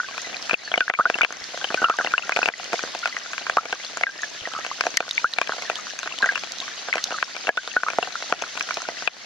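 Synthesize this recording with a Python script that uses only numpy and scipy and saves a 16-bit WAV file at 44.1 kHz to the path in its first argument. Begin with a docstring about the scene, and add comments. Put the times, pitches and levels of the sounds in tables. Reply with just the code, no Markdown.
"""Storm water runs down a street gutter in heavy rain, heard from a camera in a waterproof case just above the flow.
Throughout, current and far rain rush as shaped noise; near drops knock the case's resonances and air bubbles plop as
damped sines. Two thin warbles pass in the first second, and near 0.9 s a very hard drop makes the limiter duck it all.
The rain swells near 2.5 s, then eases; the strongest pings off wet stone come around 5 s. Another very hard drop
lands near 7.5 s, and the rain swells again before the end. A few low gulps of air dot the flow."""
import sys
import numpy as np
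from scipy import signal
from scipy.fft import rfft, irfft, next_fast_len
from scipy.io import wavfile
from scipy.ndimage import uniform_filter1d, minimum_filter1d, map_coordinates

SR = 44100
rng = np.random.default_rng(int(sys.argv[2]) if len(sys.argv) > 2 else 0)


def pcm_store(signal):
    """Save signal as 16-bit PCM."""
    levels = np.round(np.clip(np.atleast_2d(signal), -1, 1) * 32767)
    wavfile.write(sys.argv[1], SR, levels.astype(np.int16).T)


N = 407925
TIME = np.arange(N) / SR

# big air bubbles: (time [s], level [dB], pitch [Hz], ring time to -60 dB [s], initial relative pitch rise [1/s])
BUBBLES = [(0.001, -10.5, 1426, 0.04, 5), (0.033, -21.5, 1470, 0.014, 3), (0.245, -30, 2044, 0.15, -3),
           (0.344, -20, 2430, 0.021, 3), (0.51, -9, 2470, 0.024, -3), (0.5422, 6.5, 2670, 0.02, -16),
           (0.6766, -17.5, 1690, 0.028, 0), (0.7168, -15.5, 3260, 0.025, 1), (0.74, -3.5, 2330, 0.039, -10),
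           (0.778, -8, 3020, 0.02, -7), (0.8069, -0.5, 1576, 0.068, -5.5), (0.8799, -5.5, 1560, 0.016, 17),
           (0.899, 12, 1980, 0.011, -4), (0.905, -17, 1292, 0.075, 0), (0.938, -7, 2400, 0.036, -6),
           (0.9495, -8, 2200, 0.041, 9), (0.989, -2.5, 1212, 0.081, 5.5), (0.9987, 1, 1127, 0.05, 28.5),
           (1.009, -4.5, 1360, 0.034, 17), (1.055, -1, 1390, 0.049, 10.5), (1.143, -12, 2680, 0.028, 4),
           (1.21, 5, 1445, 0.025, 5), (1.2176, -0.5, 2330, 0.046, -3), (1.2336, -5, 2870, 0.024, -13),
           (1.2387, -4, 2630, 0.035, -5), (1.614, -24.5, 1540, 0.089, 2), (1.643, -12, 3020, 0.02, 10),
           (1.7746, -19, 1514, 0.17, 0), (1.8198, -14.5, 1380, 0.12, 10.5), (1.842, 1.5, 1272, 0.061, 10.5),
           (1.844, -8, 2930, 0.041, -7), (1.8573, -12.5, 1340, 0.092, 1.5), (1.8856, -10, 1230, 0.028, 19),
           (1.8994, -3.5, 1254, 0.043, 3), (1.911, -14, 1410, 0.054, -4), (1.9878, -11.5, 1630, 0.1, -13.5),
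           (2.0634, -15.5, 2030, 0.026, -3), (2.0718, -16.5, 2770, 0.023, 0), (2.138, 1, 1365, 0.043, 17),
           (2.18, -3.5, 2630, 0.021, 15), (2.2346, -23.5, 1390, 0.066, 0), (2.323, -17, 2470, 0.038, 1),
           (2.4176, -13, 1460, 0.03, -2), (2.4301, -10, 2580, 0.028, -1), (2.458, -9, 2790, 0.022, -6),
           (2.538, -11.5, 1990, 0.022, -3), (3.028, -30, 1410, 0.15, 0), (3.0573, -9.5, 1515, 0.032, -13),
           (3.126, -24, 2070, 0.04, -5), (3.167, -15.5, 1970, 0.02, -4), (3.5721, 1, 1130, 0.021, 14),
           (3.5835, -2, 1247, 0.034, 8.5), (3.729, -13.5, 1525, 0.031, 7), (4.035, 3.5, 2120, 0.02, 5),
           (4.0675, -8.5, 1655, 0.058, -5.5), (4.192, -25, 1780, 0.05, 6), (4.233, -11.5, 1690, 0.031, 1),
           (4.454, -20.5, 1955, 0.049, -6), (4.55, -21, 1213, 0.05, 21), (4.714, -17.5, 1040, 0.033, 26),
           (4.9737, 1.5, 2010, 0.017, -16), (5.179, -5, 2250, 0.02, 1), (5.2438, 0.5, 1288, 0.059, 18),
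           (5.415, -7, 1000, 0.024, 33), (5.5213, -11, 1430, 0.02, 10), (6.226, -8, 1625, 0.08, -1.5),
           (6.2425, -5, 1485, 0.029, 8), (6.262, -16, 1930, 0.042, -2), (6.29, -8, 1675, 0.062, -6),
           (6.357, -17, 2700, 0.035, 4), (6.928, -6.5, 2140, 0.018, 5), (7.142, -21, 1330, 0.089, -7.5),
           (7.1855, -12.5, 1530, 0.013, 5), (7.47, -20.5, 2730, 0.04, -4), (7.4905, 11, 1670, 0.035, 0.5),
           (7.5756, -3.5, 1425, 0.05, 8), (7.767, 2, 1495, 0.045, -0.5), (7.865, -16, 1180, 0.14, 10),
           (8.028, -14, 2820, 0.032, -6), (8.1549, -13.5, 1400, 0.025, -3), (8.438, -12, 1440, 0.014, -5)]


def amp(db):
    """Decibels to gain."""
    return 10 ** (np.asarray(db) / 20)


def unit(x):
    """Scale to rms 1."""
    return x / np.sqrt(np.mean(x ** 2) + 1e-20)


def blow(sounds, size=300):
    """Scale each row to rms 1 over its first 7 ms."""
    return sounds / np.sqrt(np.mean(sounds[:, :size] ** 2, axis=1, keepdims=True) + 1e-20)


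def along(points, hz, axis=1):
    """Read one column of a frequency table on a log axis."""
    table = np.transpose(points)
    return np.interp(np.log(hz + 1), np.log(table[0] + 1), table[axis])


def wobble(rate):
    """A smooth random curve with rate knots a second."""
    return map_coordinates(rng.standard_normal(int(N * rate / SR) + 4), [TIME * rate])


def filtered(x, response):
    """Multiply the spectrum of x by a complex response of frequency."""
    n = x.shape[-1]
    padded = next_fast_len(n + n // 8)
    return irfft(rfft(x, padded) * response(np.fft.rfftfreq(padded, 1 / SR)), padded)[..., :n]


def scatter(times, sounds, pan_db, lag=0, side=None):
    """Lay a short sound at each time; positive side is louder and up to lag [s] earlier on the left."""
    if side is None:
        side = np.clip(rng.standard_normal((len(times), 1)), -2, 2) / 2
    else:
        side = side[:, None]
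    loudness = np.sqrt((amp(2 * side * pan_db) + amp(-2 * side * pan_db)) / 2)
    index = np.arange(sounds.shape[1])
    channels = []
    for sign in (1, -1):
        start = np.round(np.abs(times[:, None] - sign * side * lag / 2) * SR).astype(int)
        panned = sounds * (amp(sign * side * pan_db) / loudness)
        channels.append(np.bincount((start + index).ravel(), panned.ravel(), N)[:N])
    return np.array(channels)


def near_drops(level_db, thud_db, spray_db):
    """Big drops land on and beside the case, each with its own force, thud and spray."""
    # drops: (time [s], force [dB], thud: low knock over case ring [dB], spray: splash over force [dB])
    drop_rows = [(0.1783, -27, -13, -2), (0.4946, -21.5, -20, -1), (0.5103, -25.5, -9, -29),
                 (0.538, -22.5, -4, -13), (0.715, -25, -6, -13), (0.7388, -16, -9.5, -20),
                 (0.7762, -15.5, 0, -7), (0.8059, -19, -8, 3.5), (0.8988, 2, -8, -7), (0.937, -11, -17, -9),
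                 (0.994, -16, 14, -28), (1.059, -23.5, -3, -29), (1.099, -13.5, -6, -6.5),
                 (1.154, -26, -5, -3), (1.1852, -24, -11, -0.5), (1.2153, -13.5, -18, 3),
                 (1.2314, -16, -3, -4), (1.247, -8, -14, 0), (1.3048, -25, -10, -16), (1.324, -28, -17, -4),
                 (1.6424, -23.5, -5.5, -5), (1.703, -23.5, -9, -27), (1.743, -18.5, 5, -0.5),
                 (1.8172, -24, 8, -25), (1.8445, -23, 1, 8), (1.897, -17, 15, -6.5), (1.9862, -22, -1, -9),
                 (2.01, -19, -19, -38), (2.046, -22, -2, -3), (2.071, -23, -11, -22), (2.137, -24.5, -8, 0),
                 (2.179, -19, -11.5, -7), (2.293, -16.5, -11.5, -10), (2.32, -21.5, -15, 2.5),
                 (2.3696, -17.5, -6, -9), (2.389, -19, -1, -2.5), (2.4281, -20.5, -10.5, -23),
                 (2.457, -21.5, -6, 2), (2.4862, -1, -9.5, -4), (2.7305, -18.5, -2, -6),
                 (2.7391, -21, 10, -19), (2.7911, -24, -22, -6), (2.836, -24, -5, -16),
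                 (2.949, -26.5, 1, -5), (3.056, -27.5, 14, 7), (3.1658, -29, -38, -5),
                 (3.332, -27, -22, -1), (3.3793, -27.5, -21, 1), (3.466, -23.5, -19, -2.5),
                 (3.4965, -16, -13.5, -9), (3.5693, -14.5, -1, -8.5), (3.654, -29, -2, -3),
                 (3.7258, -23, -3, 3), (3.9703, -25, -12.5, -11), (4.01, -25.5, -3, -1.5),
                 (4.0354, -13, -11, -4), (4.4724, -27, -4, -24), (4.6472, -28.5, -11.5, -0.5),
                 (4.808, -16, -15.5, -1.5), (4.837, -26, -12, -5), (4.8667, -16.5, -1.5, -10),
                 (4.9712, -18, -17, 9), (5.004, -13, -3.5, -2.5), (5.243, -20.5, -5, -11),
                 (5.3849, -15.5, -6.5, 3), (5.4141, -16.5, -8, -0.5), (5.4928, -20, -7.5, -27),
                 (5.698, -18.5, -4.5, -6.5), (5.9889, -32, -28, 0), (6.03, -29, -14, -2),
                 (6.0738, -25.5, -18, -4), (6.2297, -25.5, -7, -5), (6.2579, -24.5, -6, 0),
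                 (6.355, -24, -22, -2), (6.3761, -26, -27, -6), (6.435, -31, -3, 0),
                 (6.8847, -25.5, -6.5, -13), (6.955, -23.5, 3, -1), (6.9802, -25, -17, 2),
                 (7.1227, -26, -1, -28), (7.2261, -11.5, -20.5, -9.5), (7.48, -23, 1, -13),
                 (7.4908, 0, 13, -5.5), (7.572, -24, 13, 11), (7.7637, -17, -10, -27),
                 (7.833, -14, -16.5, -17), (7.8838, -16.5, -20, -7.5), (7.901, -27.5, -8, 1),
                 (7.9854, -11.5, 7, -19), (8.0262, -22.5, -4, -37), (8.2228, -28.5, -8.5, 0),
                 (8.324, -6.5, -8, -11.5), (8.422, -22, 6, -4), (8.608, -23.5, -21, 4.5),
                 (8.707, -21, -18.5, -0.5), (8.77, -26, 0, 0), (8.8867, -24, 0, -10), (9.0748, -7, -9.5, 5),
                 (0.531, -22.5, 1, -5), (0.757, -26, -12, -8), (1.542, -30, 5, -15),
                 (1.574, -28.5, -10, -7), (1.722, -31, -3, -14), (1.828, -29, 2, -12), (2.119, -33, -15, 0),
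                 (2.362, -23.5, -1, 7), (2.477, -23.5, -4, -6), (2.598, -28.5, 3, -26),
                 (2.874, -33, -13, -9), (3.074, -31, -6, 3), (4.536, -30.5, -10, -7), (4.588, -30, -3, -9),
                 (4.664, -30.5, -6, 4.5), (4.853, -28.5, 3.5, -5), (5.026, -27, -18, -15),
                 (5.079, -29, -10, -6), (5.473, -29, -13, 1), (5.534, -31, 5, -5), (5.581, -32.5, -3, 1),
                 (5.621, -33.5, -2, 6), (5.868, -31, -21, -3), (6.058, -30, -8, -10), (6.321, -31, -3, -3),
                 (6.679, -31.5, -22, -1), (6.937, -23.5, -23, -1), (6.969, -27, -9, -5),
                 (7.106, -28, -8, -8), (7.364, -30.5, -11, 3), (7.47, -25.5, -12, 2), (7.675, -26, -9, -13),
                 (7.933, -28, -10, -6), (8.073, -27.5, -2, -16), (8.574, -27, -17, -1),
                 (8.688, -27, -17, -6), (8.818, -31.5, -24, -6), (9.022, -29.5, -9, -7)]
    s, force, thud, spray = np.transpose(drop_rows)
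    return landing(s, force + level_db, thud + thud_db, spray + spray_db)


def landing(s, force_db, thud_db, spray_db):
    """A drop's force is shared between low knock and case ring; splash and crack grow with its spray."""
    ring_db = force_db - 10 * np.log10(1 + amp(thud_db) ** 2)
    splash_db = force_db + spray_db
    crack_db = -18.5 + 0.58 * splash_db  # the crack grows more slowly than the splash
    return impacts(s, ring_db + thud_db, ring_db, splash_db, crack_db)


def impacts(s, knock_db, ring_db, splash_db, crack_db):
    """A drop cracks on contact, opens a small crater in the water and sets the case ringing."""
    # low resonances of the case: (centre [Hz], width [Hz], relative level [dB])
    knock_modes = [(279, 220, -13.5), (489, 116, -4.5), (687, 117, 1), (934, 476, -9)]
    # high resonances of the case: (centre [Hz], width [Hz], relative level [dB])
    ring_modes = [(1035, 154, 3), (1284, 326, 3.5), (1538, 132, 9.5), (1823, 260, -4), (2200, 420, -12)]
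    # resonances of the splash: (centre [Hz], width [Hz], relative level [dB])
    splash_modes = [(2276, 159, 6.5), (2530, 800, -3.5), (3360, 200, -4)]
    count = len(s)
    # the hardest drops hit the case in one cleaner slap
    mess = np.interp(np.maximum(knock_db, ring_db), [-27, -17], [1, .25])[:, None]
    rim = mess * crown(count)
    knock_push = contact(count, t60=0.0051, rough=0.3 * mess) + rim
    knock = amp(knock_db)[:, None] * struck(knock_push, knock_modes, low_hz=102, detune=0.033)
    ring_push = contact(count, t60=0.003, rough=0.16 * mess) + rim
    ring = amp(ring_db)[:, None] * struck(ring_push, ring_modes, low_hz=700, detune=0.08)
    splash_push = contact(count, t60=0.013, rough=0.4 * mess) + rim
    splash = amp(splash_db)[:, None] * struck(splash_push, splash_modes, low_hz=1900, detune=0.08)
    crack = amp(crack_db)[:, None] * cracks(crack_db)
    # the case carries the low part to both ports nearly alike; the spray comes from either side
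    return scatter(s, knock + ring, pan_db=1.2) + scatter(s, splash + crack, pan_db=6, lag=.00006)


def contact(count, t60, rough, size=1500):
    """The push of each drop: one sharp slap, then a brief irregular collapse."""
    t = np.arange(size) / SR
    push = rough * rng.standard_normal((count, size)) * amp(-60 * t / t60)
    push[:, 0] += 1
    return push


def crown(count, size=1500, order=3):
    """A few weaker slaps at uneven moments as the rim of the splash falls in."""
    latest_s, slap_db = .014, -8.5
    when = rng.uniform(.15, 1, (count, order))
    strength = rng.standard_normal((count, order))
    place = np.minimum(when * latest_s * SR, size - 1).astype(int) + size * np.arange(count)[:, None]
    slaps = amp(slap_db) * strength * (1 - when / 2)
    return np.bincount(place.ravel(), slaps.ravel(), count * size).reshape(count, size)


def struck(push, modes, low_hz, detune):
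    """Pushes excite resonances, shifted a little by the water at each drop; the case dulls the top treble."""
    shift = 1 + detune * rng.uniform(-0.76, 1, (len(push), 1))

    def body(f):
        total = 0
        for k, (hz, width, db) in enumerate(modes):
            centre = hz * shift
            mode = 1j * f * width / (centre * centre - f * f + 1j * f * width)
            total = total + (-1) ** k * amp(db) * mode
        return total

    case = signal.butter(2, [low_hz, 6500], "band", fs=SR, output="sos")
    return blow(signal.sosfilt(case, filtered(push, body)))


def cracks(crack_db):
    """First contact gives a very short snap; only the hardest ones reach the top treble."""
    # spectrum of the snap: (frequency [Hz], relative level [dB])
    snap_spectrum = [(2500, -17), (3600, 6.5), (4400, 12), (5500, 5.5), (6500, 4.5), (7400, -4),
                     (9000, -13), (11500, -26), (13700, -20), (15500, -38), (16500, -68)]
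    # above -16.5 dB a crack opens the top treble by 2.07 dB per dB
    hardness_db = np.clip(2.07 * (crack_db + 16.5), 0, 22)[:, None]
    push = contact(len(crack_db), t60=.008, rough=.5)
    # room for the snap to swell over a fraction of a millisecond before its peak
    push = np.roll(push, 30, axis=1)

    def colour(hz):
        top = np.interp(hz, [6500, 11000], [0, 1])
        return amp(along(snap_spectrum, hz) + hardness_db * top)

    return blow(filtered(push, colour))


def plops(level_db, life, sway, attack):
    """Big bubbles near the case ring until they burst; their swaying shape makes the ring swell and sag."""
    s, db, hz, t60, rise = np.transpose(BUBBLES)
    rings = ringing_air(db + level_db, hz, t60, rise, attack=attack, size=2600)
    t = np.arange(rings.shape[1]) / SR
    sway_hz = rng.uniform(60, 150, (len(s), 1))
    swell = 1 + sway * np.cos(2 * np.pi * sway_hz * t)
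    burst = np.exp(-(t / life) ** 4)
    return scatter(s, rings * swell * burst, pan_db=0.5)


def ringing_air(db, hz, t60, rise, attack, size):
    """A bubble is a damped sine whose pitch climbs (or falls, if rise is negative) and then levels off."""
    glide_s = 0.0224  # time constant of the levelling off
    t = np.arange(size) / SR
    db, hz, t60, rise = (np.asarray(c)[:, None] for c in (db, hz, t60, rise))
    envelope = amp(db - 60 * t / np.abs(t60)) * (1 - np.exp(-t / attack))
    glide = rise * glide_s * (t - glide_s * (1 - np.exp(-t / glide_s)))
    return envelope * np.sin(2 * np.pi * hz * (t + glide))


def shed_bubbles(pitch_spread, count=32):
    """Weaker bubbles of about the same size follow the big ones."""
    mean_delay_s, ring_cycles = 0.024, 77
    parent, delay, level, pitch, rise = rng.uniform(-1, 1, (count, 5)).T
    chosen = (np.abs(parent) * len(BUBBLES)).astype(int)
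    s, _, hz, _, _ = np.array(BUBBLES)[chosen].T
    shed_hz = hz * np.exp(pitch_spread * pitch)
    rings = ringing_air(-24 + 2 * level, shed_hz, ring_cycles / hz, 2 + 8 * rise, attack=0.00034, size=2600)
    return scatter(s + mean_delay_s * (1 + delay), rings, pan_db=3.0)


def ticks(level_db, t60):
    """Droplets on wet stone give a crack and a bright, very short ping."""
    # droplets: (time [s], level [dB], ping pitch [Hz], gain to the left and loss to the right before
    # loudness is evened out [dB], crack over ping [dB])
    droplet_rows = [(0.2177, -21, 6150, 4, -27), (0.3676, -14.5, 4060, -4, -29),
                    (0.4253, -18, 5240, -7, -16), (1.325, -18.5, 6300, -0.5, -27),
                    (1.441, -17, 4420, -5, -20), (1.968, -25, 6400, 1, -22), (2.642, -20.5, 5330, -8, -9),
                    (2.731, -26, 5200, 3, -6.5), (2.8303, -20, 6200, -1, -28), (2.99, -24, 5530, 2, -11.5),
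                    (3.848, -17, 4200, 0, -26.5), (3.9723, -21, 7040, 7, -19.5),
                    (4.2196, -21, 6340, -3, -17), (4.8092, -12.5, 5000, 8, -15),
                    (4.8663, -17.5, 5900, -2, -28), (4.9709, -1.5, 6400, 1, -9.5),
                    (4.973, -5.5, 4370, -23, -5.5), (5.0912, -21, 3550, 10, -11),
                    (5.1106, -4, 3770, -3.5, -22.5), (5.3369, -4.5, 3850, -4.5, -34),
                    (5.4154, -17, 3280, 1, -15), (5.7561, -13.5, 3360, -4, -20),
                    (5.99, -18.5, 6380, 0, -27), (6.187, -16.5, 3200, 0, -15), (6.222, -12, 3970, -6, -33),
                    (6.2602, -21, 6500, -7, -28), (6.5203, -20.5, 4700, -6, -8),
                    (6.585, -14, 3840, -7, -20), (6.6022, -11, 3880, -3, -27),
                    (7.0402, -7.5, 4000, -2.5, -12), (7.6754, -15, 3620, -3, -19),
                    (8.4208, -17, 6100, -2, -24), (8.596, -21.5, 5100, -8, -6.5),
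                    (8.626, -18, 5900, 1, -28), (8.742, -15, 5200, -2, -16), (8.819, -20, 5730, -6, -22)]
    s, db, hz, pan, crack = np.transpose(droplet_rows)
    crack_db = db + level_db + crack
    snaps = amp(crack_db)[:, None] * cracks(crack_db)
    ring_s, rise = np.full(len(s), t60), rng.normal(0, 34, len(s))
    pings = ringing_air(db + level_db, hz, ring_s, rise, attack=0.000067, size=snaps.shape[1])
    return scatter(s, pings + snaps, pan_db=1.0, side=pan)


def gulps(level_db, t60, rise):
    """The current now and then swallows a large pocket of air, which rings low."""
    # gulps: (time [s], relative level [dB], pitch [Hz])
    gulp_rows = [(1.417, -39, 104), (4.417, -40, 104), (4.563, -35, 202), (6.597, -35.5, 270)]
    s, db, hz = np.transpose(gulp_rows)
    ring_s, rises = np.full(len(s), t60), np.full(len(s), rise)
    rings = ringing_air(db + level_db, hz, ring_s, rises, attack=0.0025, size=4000)
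    return scatter(s, rings, pan_db=15)


def patter(knock_db, ring_db, splash_db, crack_db, count=480):
    """Many lighter drops strike at random moments, each with its own force and colour."""
    s = rng.uniform(0, N / SR, count)
    force_db = rng.uniform(-6, 6, (count, 1))
    colour_db = rng.uniform(-5, 5, (count, 4))
    levels = force_db + colour_db + [knock_db, ring_db, splash_db, crack_db]
    return impacts(s, *levels.T)


def crackle(level_db, centre_hz, cycles, vary_db, count=3600):
    """Countless tiny drops around the case, each a tick of a few cycles."""
    when, pitch, size = rng.uniform(0, 1, (count, 3)).T
    hz = centre_hz * 2 ** (1.2 * (pitch - .5))
    db = level_db - vary_db * np.log(size + .02)  # a few stand out
    pings = ringing_air(db, hz, cycles / hz, np.zeros(count), attack=.00005, size=200)
    return scatter(when * N / SR, pings, pan_db=9.5)


def small_bubbles(level_db, centre_hz, width, cycles, count):
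    """A swarm of small bubbles in the flow; smaller ones ring higher and die sooner."""
    hz = centre_hz * np.exp(width * rng.standard_normal(count))
    hz = np.clip(hz, 400, rng.uniform(5800, 7000, count))
    db = level_db + 5 * np.minimum(rng.exponential(1, count), 2.4)
    rings = ringing_air(db, hz, cycles / hz, rng.normal(3.6, 5.9, count), attack=0.00025, size=1600)
    return scatter(rng.uniform(0, N / SR, count), rings, pan_db=8)


def ports(x):
    """The two microphone ports colour near sounds; a cavity behind the right one turns the phase over."""
    # colour of the ports: (frequency [Hz], left [dB], right [dB])
    port_colour = [(260, 3.5, -2.5), (694, 1, 4), (1650, 0.5, -0.84), (2040, 1.5, 2), (2640, 6, -5),
                   (3870, 0.5, -4), (5970, 3, -0.4)]
    cavity_hz, width_hz = 2338, 575

    def response(hz):
        pole = cavity_hz ** 2 - hz ** 2 + 1j * hz * width_hz
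        left = amp(along(port_colour, hz))
        right = amp(along(port_colour, hz, axis=2)) * np.conj(pole) / pole
        return np.array([left, right])

    return filtered(x, response)


def rush(current_db, hiss_db):
    """The current churns; distant rain is a dense crackle that merges into hiss."""
    # spectrum of the current: (frequency [Hz], relative level [dB])
    current_spectrum = [(25, -36), (60, -23), (130, -6.5), (260, -2.5), (400, -4), (690, -3.5), (920, -10),
                        (1500, -1), (1950, -0.5), (2500, -5.5), (4000, -39)]
    # spectrum of the distant rain: (frequency [Hz], relative level [dB])
    hiss_spectrum = [(1200, -53), (2000, -25), (2700, -3), (4300, 0.5), (5400, -2), (6400, -0.5),
                     (7100, -11), (8000, -18), (9600, -36), (10700, -21.5), (12000, -34), (16000, -63)]
    churn_db = .8 * wobble(3) + 1.2 * wobble(25)
    current = amp(current_db + churn_db) * spread(patchy_noise(patchy_db=1.5), current_spectrum)
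    far_rain = patchy_noise(patchy_db=1.5) * amp(0.93 * wobble(900))
    hiss = amp(hiss_db + 1.37 * wobble(21.0)) * spread(far_rain, hiss_spectrum)
    return current + hiss


def patchy_noise(patchy_db):
    """Two noises whose level drifts in patches of time and frequency."""
    z = signal.stft(rng.standard_normal((2, N)), nperseg=512)[2]
    field = uniform_filter1d(rng.standard_normal(z.shape[1:]), size=6, axis=0)  # over frequency
    field = uniform_filter1d(field, size=8, axis=1)  # over time
    return unit(signal.istft(z * amp(patchy_db * unit(field)), nperseg=512)[1][:, :N])


def spread(pair, spectrum):
    """Two unrelated signals become one coloured stereo field of rms 1."""
    # left-right likeness of the rush: (frequency [Hz], coherence [-1 to 1])
    likeness = [(60, -0.55), (230, -0.56), (450, -0.57), (700, 0.66), (1400, 0.44), (1900, 0.53),
                (3000, 0.64), (4300, 0.57), (6000, -0.35)]

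    def response(hz):
        turn = np.arccos(np.clip(along(likeness, hz), -1, 1)) / 2
        return amp(along(spectrum, hz)) * [np.cos(turn), np.sin(turn)]

    mid, side = filtered(pair, response)
    return unit(np.array([mid + side, mid - side]))


def whistle():
    """Faint, thin, unsteady warbles, perhaps a far bird: sines with a regular warble and a random quaver."""
    # warbles: (start [s], length [s], level before random flutter [dB], centre pitch [Hz])
    warble_rows = [(0.22, 0.09, -39, 4000), (0.567, 0.165, -37, 4220)]
    warble_hz, warbles_per_s, quaver_hz = 240, 10.6, 90
    sound = np.zeros(N)
    for start, length, db, pitch in warble_rows:
        t = TIME - start
        hz = pitch + warble_hz * np.cos(2 * np.pi * warbles_per_s * t) + quaver_hz * wobble(400)
        swell = np.sqrt(np.abs(np.sin(np.pi * np.clip(t / length, 0, 1))))
        sound += amp(db + 4 * wobble(70)) * swell * np.sin(2 * np.pi * np.cumsum(hz) / SR)
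    return sound


def scene():
    """Near drops and bubbles over a bed that swells with the downpour."""
    # strength of the downpour: (time [s], level [dB])
    downpour = [(0, -1.5), (.3, 0), (2, 0), (2.5, 2), (3.2, -1.1), (4.5, -1), (5.5, 0.5), (6.2, -1),
                (8.6, 1.1), (9.25, -2)]
    shower_s, shower_db = np.transpose(downpour)
    shower = amp(np.interp(TIME, shower_s, shower_db))
    drops = near_drops(level_db=-1.0, thud_db=4.0, spray_db=-2.0)
    bubbles = plops(level_db=0.0, life=0.054, sway=0.2, attack=0.00033) + shed_bubbles(pitch_spread=0.09)
    near = drops + bubbles + ticks(level_db=0.0, t60=0.011) + gulps(level_db=6, t60=0.028, rise=3.2)
    light = patter(knock_db=-48.5, ring_db=-49.5, splash_db=-47.5, crack_db=-54.5)
    gurgle = small_bubbles(level_db=-38.5, centre_hz=1802, width=0.253, cycles=69, count=260)
    fizz = small_bubbles(level_db=-33.5, centre_hz=4644, width=0.276, cycles=51, count=520)
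    trickle = small_bubbles(level_db=-40.0, centre_hz=2235, width=0.44, cycles=27.0, count=900)
    rain = crackle(level_db=-41, centre_hz=4150, cycles=23, vary_db=4.0)
    close = ports(near + shower * (light + gurgle + trickle + fizz + rain))
    return close + shower * rush(current_db=-42.0, hiss_db=-38.0) + whistle()


def limiter(x, ceiling_db, release, size=45):
    """The gain drops within about a millisecond around a loud hit and creeps back."""
    power = np.abs(uniform_filter1d(np.max(x ** 2, axis=0), size))
    excess_db = np.maximum(10 * np.log10(power + 1e-12) - ceiling_db, 1e-6)
    # each excess decays exponentially until a larger one takes over
    held_db = np.exp(np.maximum.accumulate(np.log(excess_db) + TIME / release) - TIME / release)
    return x * uniform_filter1d(minimum_filter1d(amp(-held_db), size), size)


def record(dry):
    """The camera limits loud hits, clips what slips through and keeps nothing above its band limit."""
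    limited = limiter(dry, ceiling_db=-7.5, release=0.091)
    return filtered(np.clip(limited, -1, 1), lambda hz: hz < 16300)


dry = scene()
out = record(dry)
pcm_store(out)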